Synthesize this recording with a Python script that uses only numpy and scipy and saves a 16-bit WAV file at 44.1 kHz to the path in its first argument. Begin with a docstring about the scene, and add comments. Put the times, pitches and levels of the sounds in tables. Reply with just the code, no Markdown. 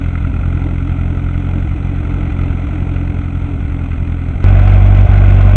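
"""Diesel tractor dragging a harrow

A four-cylinder diesel tractor drags a disc harrow across a field: far off, then, after a hard cut, close and head-on.
Every firing excites the exhaust modes as a thump, flares a rasp of gas noise and knocks on the engine block.
Far off, one faulty cylinder weakens and fires late in bouts, so the beat stumbles; close up, one firing almost fails.
Running gear and soil give shaped noise, a drone follows the far engine, short bright noise clicks dot the near view.
Close thumps are clipped by the camera's microphone, and the camera whines faintly throughout as a cluster of sines."""
import sys
import numpy as np
from scipy import signal
from scipy.fft import rfft, irfft, next_fast_len
from scipy.io import wavfile
from scipy.ndimage import map_coordinates

SR = 44100
rng = np.random.default_rng(int(sys.argv[2]) if len(sys.argv) > 2 else 0)


def file_out(sig):
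    """Save sig as 16-bit WAV at sys.argv[1]."""
    # one column per channel
    cols = np.atleast_2d(sig).T
    # limit, then scale
    lim = np.clip(cols, -1, 1)
    pcm = np.round(lim * 32767).astype(np.int16)
    wavfile.write(sys.argv[1], SR, pcm)


N = 245195


def amp(db):
    """Level law: decibels to amplitude ratio."""
    return 10 ** (np.asarray(db) / 20)


def unit(x):
    """Normalisation: x scaled to rms 1."""
    return x / np.sqrt(np.mean(x ** 2) + 1e-20)


def clock():
    """Sampling: the time of each sample [s]."""
    return np.arange(N) / SR


def curve(rows):
    """Linear interpolation of (time, value) rows to one value per sample."""
    return np.interp(clock(), *np.transpose(rows))


def wobble(rate):
    """Band-limited fluctuation: a smooth random curve through rate knots a second."""
    knots = rng.standard_normal(int(N * rate / SR) + 4)
    return map_coordinates(knots, [clock() * rate])


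def filtered(x, response):
    """Linear filtering: the spectrum of x times a response of frequency."""
    m = next_fast_len(N + SR // 2)
    return irfft(rfft(x, m) * response(np.fft.rfftfreq(m, 1 / SR)), m)[:N]


def coloured(x, points):
    """Spectral shaping through (frequency, level) points, rolled off beyond both ends; rms 1."""
    f, db = np.transpose(points)

    def response(hz):
        ends = np.minimum(hz / f[0], 1) / np.maximum(hz / f[-1], 1) ** 2
        return amp(np.interp(np.log(hz + 1), np.log(f), db)) * ends

    return unit(filtered(x, response))


def resonances(hz, modes, polarity):
    """Modal superposition of causal resonators; each mode is scaled by polarity to the power of its index."""
    total = 0
    for k, (centre, width, db) in enumerate(modes):
        damping = 1j * hz * width
        total = total + polarity ** k * amp(db) * damping / (centre * centre - hz * hz + damping)
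    return total


def camera_whine():
    """Superposition of steady sinusoids: a thin high cluster from the camera itself."""
    # partials of the whine: (frequency [Hz], rms level [dB])
    partials = [(7854, -82), (7913, -74.5), (7973, -84), (8032, -83), (8086, -73.5)]
    whine = 0
    for hz, db in partials:
        whine = whine + amp(db) * np.sqrt(2) * np.sin(2 * np.pi * (hz * clock() + rng.random()))
    return whine


def bright_clicks(decay_s):
    """Transient excitation: short, bright noise clicks under exponentially decaying envelopes."""
    # clicks in the near view: (time [s], relative level [dB])
    clicks = [(4.654, -39), (4.7193, -37), (4.7637, -35), (4.7996, -37), (4.874, -36), (5.3439, -41),
              (5.4272, -34), (5.5135, -35)]
    t = np.arange(SR // 30) / SR
    s, db = np.transpose(clicks)
    envelope = signal.fftconvolve(impulses(s, db), np.exp(-t / decay_s))[:N]
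    spectrum = [(1500, -2.5), (3300, 1.5), (4500, -8.0), (6200, -5), (8500, -7.5)]  # (Hz, dB)
    return envelope * coloured(rng.standard_normal(N), spectrum)


def crank(speed, first_s):
    """Phase is integrated frequency: firings counted so far, zero at first_s and whole at each firing."""
    turn = np.cumsum(speed) / SR
    return turn - np.interp(first_s, clock(), turn)


def firings(turn, cylinders_db, scatter_db, jitter_s):
    """Periodic excitation with jitter: times [s], sizes [dB] and cylinders of the firings."""
    number = np.arange(np.ceil(turn[0]), turn[-1]).astype(int)
    cylinder = number % len(cylinders_db)
    chance = rng.standard_normal((SR // 2, 2))[:len(number)]
    times = np.interp(number, turn, clock()) + jitter_s * chance[:, 0]
    return times, np.take(cylinders_db, cylinder) + scatter_db * chance[:, 1], cylinder


def stumbling(times, db, cylinder):
    """Irregular combustion: the first cylinder burns unsteadily, weakens and fires late in bouts."""
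    # bouts of late firing: (time [s], length [cycles])
    bouts = [(.2, 3), (1.67, 2), (2.03, 1), (2.3, 1), (2.67, 1), (3.58, 2), (3.96, 1), (4.33, 1)]
    late_s, tiring_db_per_s, unsteady_db = .0039, 0.76, 2
    faulty = cylinder == 0
    own = np.flatnonzero(faulty)
    late = np.zeros(len(times))
    for s, cycles in bouts:
        first = np.argmin(abs(times[own] - s))
        late[own[first:first + int(cycles)]] = late_s
    loss_db = tiring_db_per_s * times + unsteady_db * rng.standard_normal(SR)[:len(times)]
    return times + late, db - faulty * loss_db


def impulses(times, db):
    """Impulsive excitation: one single-sample impulse per event."""
    index = np.clip(np.round(times * SR).astype(int), 0, N - 1)
    return np.bincount(index, amp(db), N)


def knock_sizes(db, scatter_db, hard_db):
    """Combustion variability: knock follows half the firing's decibels, and a few firings stand out."""
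    hard_share = 0.073
    hard = rng.random(SR)[:len(db)] < hard_share
    return db / 2 + np.where(hard, hard_db, scatter_db * rng.standard_normal(SR)[:len(db)])


def machine_noise(turn, repeat):
    """Cyclostationary noise: white noise whose power share repeat recurs with every engine cycle."""
    cycle = turn / 4  # four firings to a cycle
    length = int(N / (cycle[-1] - cycle[0]))
    pattern = rng.standard_normal(SR)[(cycle % 1 * length).astype(int)]
    share = np.clip(repeat, 0, 1)
    return np.sqrt(share) * pattern + np.sqrt(1 - share) * rng.standard_normal(N)


def bursts(pulses, delay_s, rise_s, decay_s, between, rough_db):
    """Amplitude modulation: an envelope that flares with each firing above a floor (between)."""
    t = np.arange(SR // 10) / SR
    flare = (1 - np.exp(-t / rise_s)) * np.exp(-t / decay_s)
    train = signal.fftconvolve(pulses, flare / flare.max())[:N]
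    delayed = np.interp(clock() - delay_s, clock(), train)
    return (between + delayed) * amp(rough_db * wobble(170))


def running_gear_rumble(turn, repeat, spectrum):
    """Friction and impact noise of the running gear and the harrow in the soil; rms 1."""
    return coloured(machine_noise(turn, repeat), spectrum)


def drone(turn, throb_db, waver, flutter_db):
    """Order-locked tone: a wavering hum at 13 times crank speed, throbbing every four firings; rms 1."""
    # two firings to a crank turn
    hum = np.sin(13 * np.pi * turn + waver * wobble(22))
    return unit(hum * amp(throb_db * np.cos(np.pi * turn / 2) + flutter_db * wobble(20)))


def clank(times, ring_hz, width_hz, delay_s):
    """Struck resonator: one cylinder knocks harder and leaves a short ring once a cycle; rms 1."""
    # drive of the ring by each cylinder, in firing order: (level [dB])
    drive_db = [-8.5, -8.5, 1, -8]
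    blows = impulses(times + delay_s, np.resize(drive_db, len(times)))
    return unit(filtered(blows, lambda hz: resonances(hz, [(ring_hz, width_hz, 0)], 1) ** 2))


def block(hz, dull_hz):
    """Structural resonance: narrow bands of block and panels, with dark valleys between them."""
    # modes of the block: (frequency [Hz], half the width of each squared resonator [Hz], level [dB])
    modes = [(1339, 98, -1), (1455, 57, -4), (2070, 170, -4.5), (2423, 170, -6.5), (3360, 430, -16.5),
             (3960, 180, -18)]
    bands = 0
    for centre, width, db in modes:
        bands = bands + amp(db) * resonances(hz, [(centre, 2 * width, 0)], 1) ** 2
    return bands / (1 + (hz / dull_hz) ** 8)


def diesel_knock(blows, turn, repeat, dull_hz, **envelope):
    """Impact excitation: a short noise burst at each ignition rings the block; rms 1."""
    hammer = bursts(blows, **envelope) * machine_noise(turn, repeat)
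    return unit(filtered(hammer, lambda hz: block(hz, dull_hz)))


def gas_rasp(blows, turn, repeat, spectrum, **envelope):
    """Turbulent flow noise flaring with each firing, shaped by the engine's panels; rms 1."""
    return coloured(bursts(blows, **envelope) * machine_noise(turn, repeat), spectrum)


def exhaust(pulses, modes, polarity, soft_hz):
    """Duct resonance: each firing's rounded puff of gas rings the pipe and silencer; rms 1."""
    # a negative polarity makes neighbouring modes swing against each other
    return unit(filtered(pulses, lambda hz: resonances(hz, modes, polarity) * np.exp(-(hz / soft_hz) ** 2)))


def far_tractor():
    """Distance and directivity: side-on across the field, labouring unevenly and drawing away."""
    # engine speed under the pull of the harrow: (time [s], firing rate [firings/s])
    far_speed = [(0.0, 42.6), (0.66, 43.44), (1.04, 43.15), (1.61, 44.89), (2.21, 44.26), (2.53, 43.36),
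                 (2.73, 44.04), (3.68, 43.1), (4.1, 42.03), (4.43, 43.1)]
    # strength of each cylinder, in firing order: (level [dB])
    far_cylinders_db = [-.8, -0.5, 0.47, 0.71]
    # exhaust modes, side-on: (frequency [Hz], width [Hz], level before polarity weighting [dB])
    far_modes = [(43.6, 46, -14), (72, 30, 1), (128.5, 16, -8), (170.3, 30, -10.5)]
    # spectra of the rasp and of the rumble: (frequency [Hz], relative density [dB per Hz])
    far_rasp = [(300, -16.5), (720, -4), (1040, -12.5), (1370, -2.5), (1520, -5.5), (1710, -21.5),
                (2060, -6.5), (2530, -8.5), (2800, -17), (3390, -17), (4200, -33), (4900, -47),
                (6100, -29.5), (8500, -45.5)]
    far_rumble = [(15, -6.5), (32, 10), (60, -0.5), (150, -4.5), (230, -0.5), (310, -2), (390, -9),
                  (490, -15.5), (570, -13.5), (760, -14.5), (1100, -25), (2000, -60)]

    exhaust_fade, engine_fade, clank_fade = 0.3, 0.28, 4.5  # dB/s
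    swell_db_per_hz = 0.28  # for each extra firing a second
    speed = curve(far_speed)
    # loudest while the open side of the engine faces the camera, at 2.55 s
    broadside_db = 1.45 * np.exp(-((clock() - 2.55) / .45) ** 2)
    engine_db = broadside_db + swell_db_per_hz * (speed - speed.mean()) - engine_fade * clock()

    turn = crank(speed, first_s=.0137)
    times, db = stumbling(*firings(turn, far_cylinders_db, scatter_db=1.53, jitter_s=0.00036))
    blows = impulses(times, knock_sizes(db, scatter_db=0.4, hard_db=2))
    rumble = running_gear_rumble(turn, repeat=.25, spectrum=far_rumble)
    hum = drone(turn, throb_db=3.5, waver=1.34, flutter_db=2)
    ring = clank(times, ring_hz=1367, width_hz=120, delay_s=.0002)
    knock = diesel_knock(blows, turn, repeat=0.22, dull_hz=3830, delay_s=-0.00017, rise_s=0.00032,
                         decay_s=0.0049, between=0.51, rough_db=4.0)
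    rasp = gas_rasp(blows, turn, repeat=0.13, spectrum=far_rasp, delay_s=-0.0013, rise_s=0.0019,
                    decay_s=0.0036, between=0.76, rough_db=1.37)
    thump = exhaust(impulses(times, db), far_modes, polarity=0.98, soft_hz=178.0)

    mix = amp(-27.5 + engine_db + 1.4 * wobble(9)) * rumble
    mix += amp(-30.5 + engine_db) * hum
    mix += amp(-41.5 - clank_fade * clock()) * ring
    mix += amp(-42 + engine_db) * knock
    mix += amp(-39 + engine_db) * rasp
    return mix + amp(-15 - exhaust_fade * clock()) * thump


def near_tractor():
    """Near-field dominance of the exhaust: head-on, running faster, with a deep boom and one misfire."""
    # engine speed: (time [s], firing rate [firings/s])
    near_speed = [(4.45, 46.65), (4.72, 47.62), (5.0, 48.01), (5.28, 47.55), (5.55, 47.4)]
    # strength of each cylinder, in firing order: (level [dB])
    near_cylinders_db = [-0.073, -.2, 0.14, 0.016]
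    # exhaust modes, head-on: (frequency [Hz], width [Hz], level before polarity weighting [dB])
    near_modes = [(61.6, 34, 0), (103.6, 59.7, -3), (203.4, 19, -11.5)]
    # spectra of the rasp and of the rumble: (frequency [Hz], relative density [dB per Hz])
    near_rasp = [(400, -11.5), (700, -0.5), (930, -12), (1040, 1), (1250, -6), (1490, 2.5), (1750, -14),
                 (2120, -2.5), (2510, -5.5), (2900, -14.5), (3390, -14), (4600, -41), (6100, -30.5),
                 (8500, -41.5)]
    near_rumble = [(15, -10), (70, 8), (200, -1), (330, -0.5), (480, -11.5), (540, -15), (610, -0.5),
                   (680, -4.5), (745, -1), (900, -19.5), (2000, -53.5)]

    misfire_s, misfire_db = 5.07, -22.5
    turn = crank(curve(near_speed), first_s=4.4586)
    times, db, _ = firings(turn, near_cylinders_db, scatter_db=1.0, jitter_s=0.00012)
    db[np.argmin(abs(times - misfire_s))] += misfire_db
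    blows = impulses(times, knock_sizes(db, scatter_db=3.0, hard_db=2.5))
    rumble = running_gear_rumble(turn, repeat=.5, spectrum=near_rumble)
    knock = diesel_knock(blows, turn, repeat=0.35, dull_hz=3800, delay_s=0.0041, rise_s=0.00042,
                         decay_s=0.0051, between=0.32, rough_db=2.5)
    rasp = gas_rasp(blows, turn, repeat=0.25, spectrum=near_rasp, delay_s=0.002, rise_s=0.0012,
                    decay_s=0.0058, between=1.3, rough_db=1.3)
    thump = exhaust(impulses(times, db), near_modes, polarity=-0.94, soft_hz=164.7)

    mix = amp(-6) * bright_clicks(decay_s=.0015) + amp(-21.5) * rumble
    mix += amp(-35.5) * knock + amp(-30.0) * rasp
    return mix + amp(-4.5) * thump


def scene():
    """Superposition of sources: the far view cuts abruptly to the near one under a constant whine."""
    cut_s, cut_width_s = 4.4418, .0001
    near = np.clip((clock() - cut_s) / cut_width_s + .5, 0, 1)
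    tractor = (1 - near) * far_tractor() + near * near_tractor()
    return (tractor + camera_whine())[None]


def record(dry):
    """Overload and band limit: the microphone clips flat, then a steep low-pass removes the top."""
    top_hz = 8700
    clipped = np.clip(dry[0], -.98, .98)
    return filtered(clipped, lambda hz: 1 / np.sqrt(1 + (hz / top_hz) ** 36))[None]


dry = scene()
out = record(dry)
file_out(out)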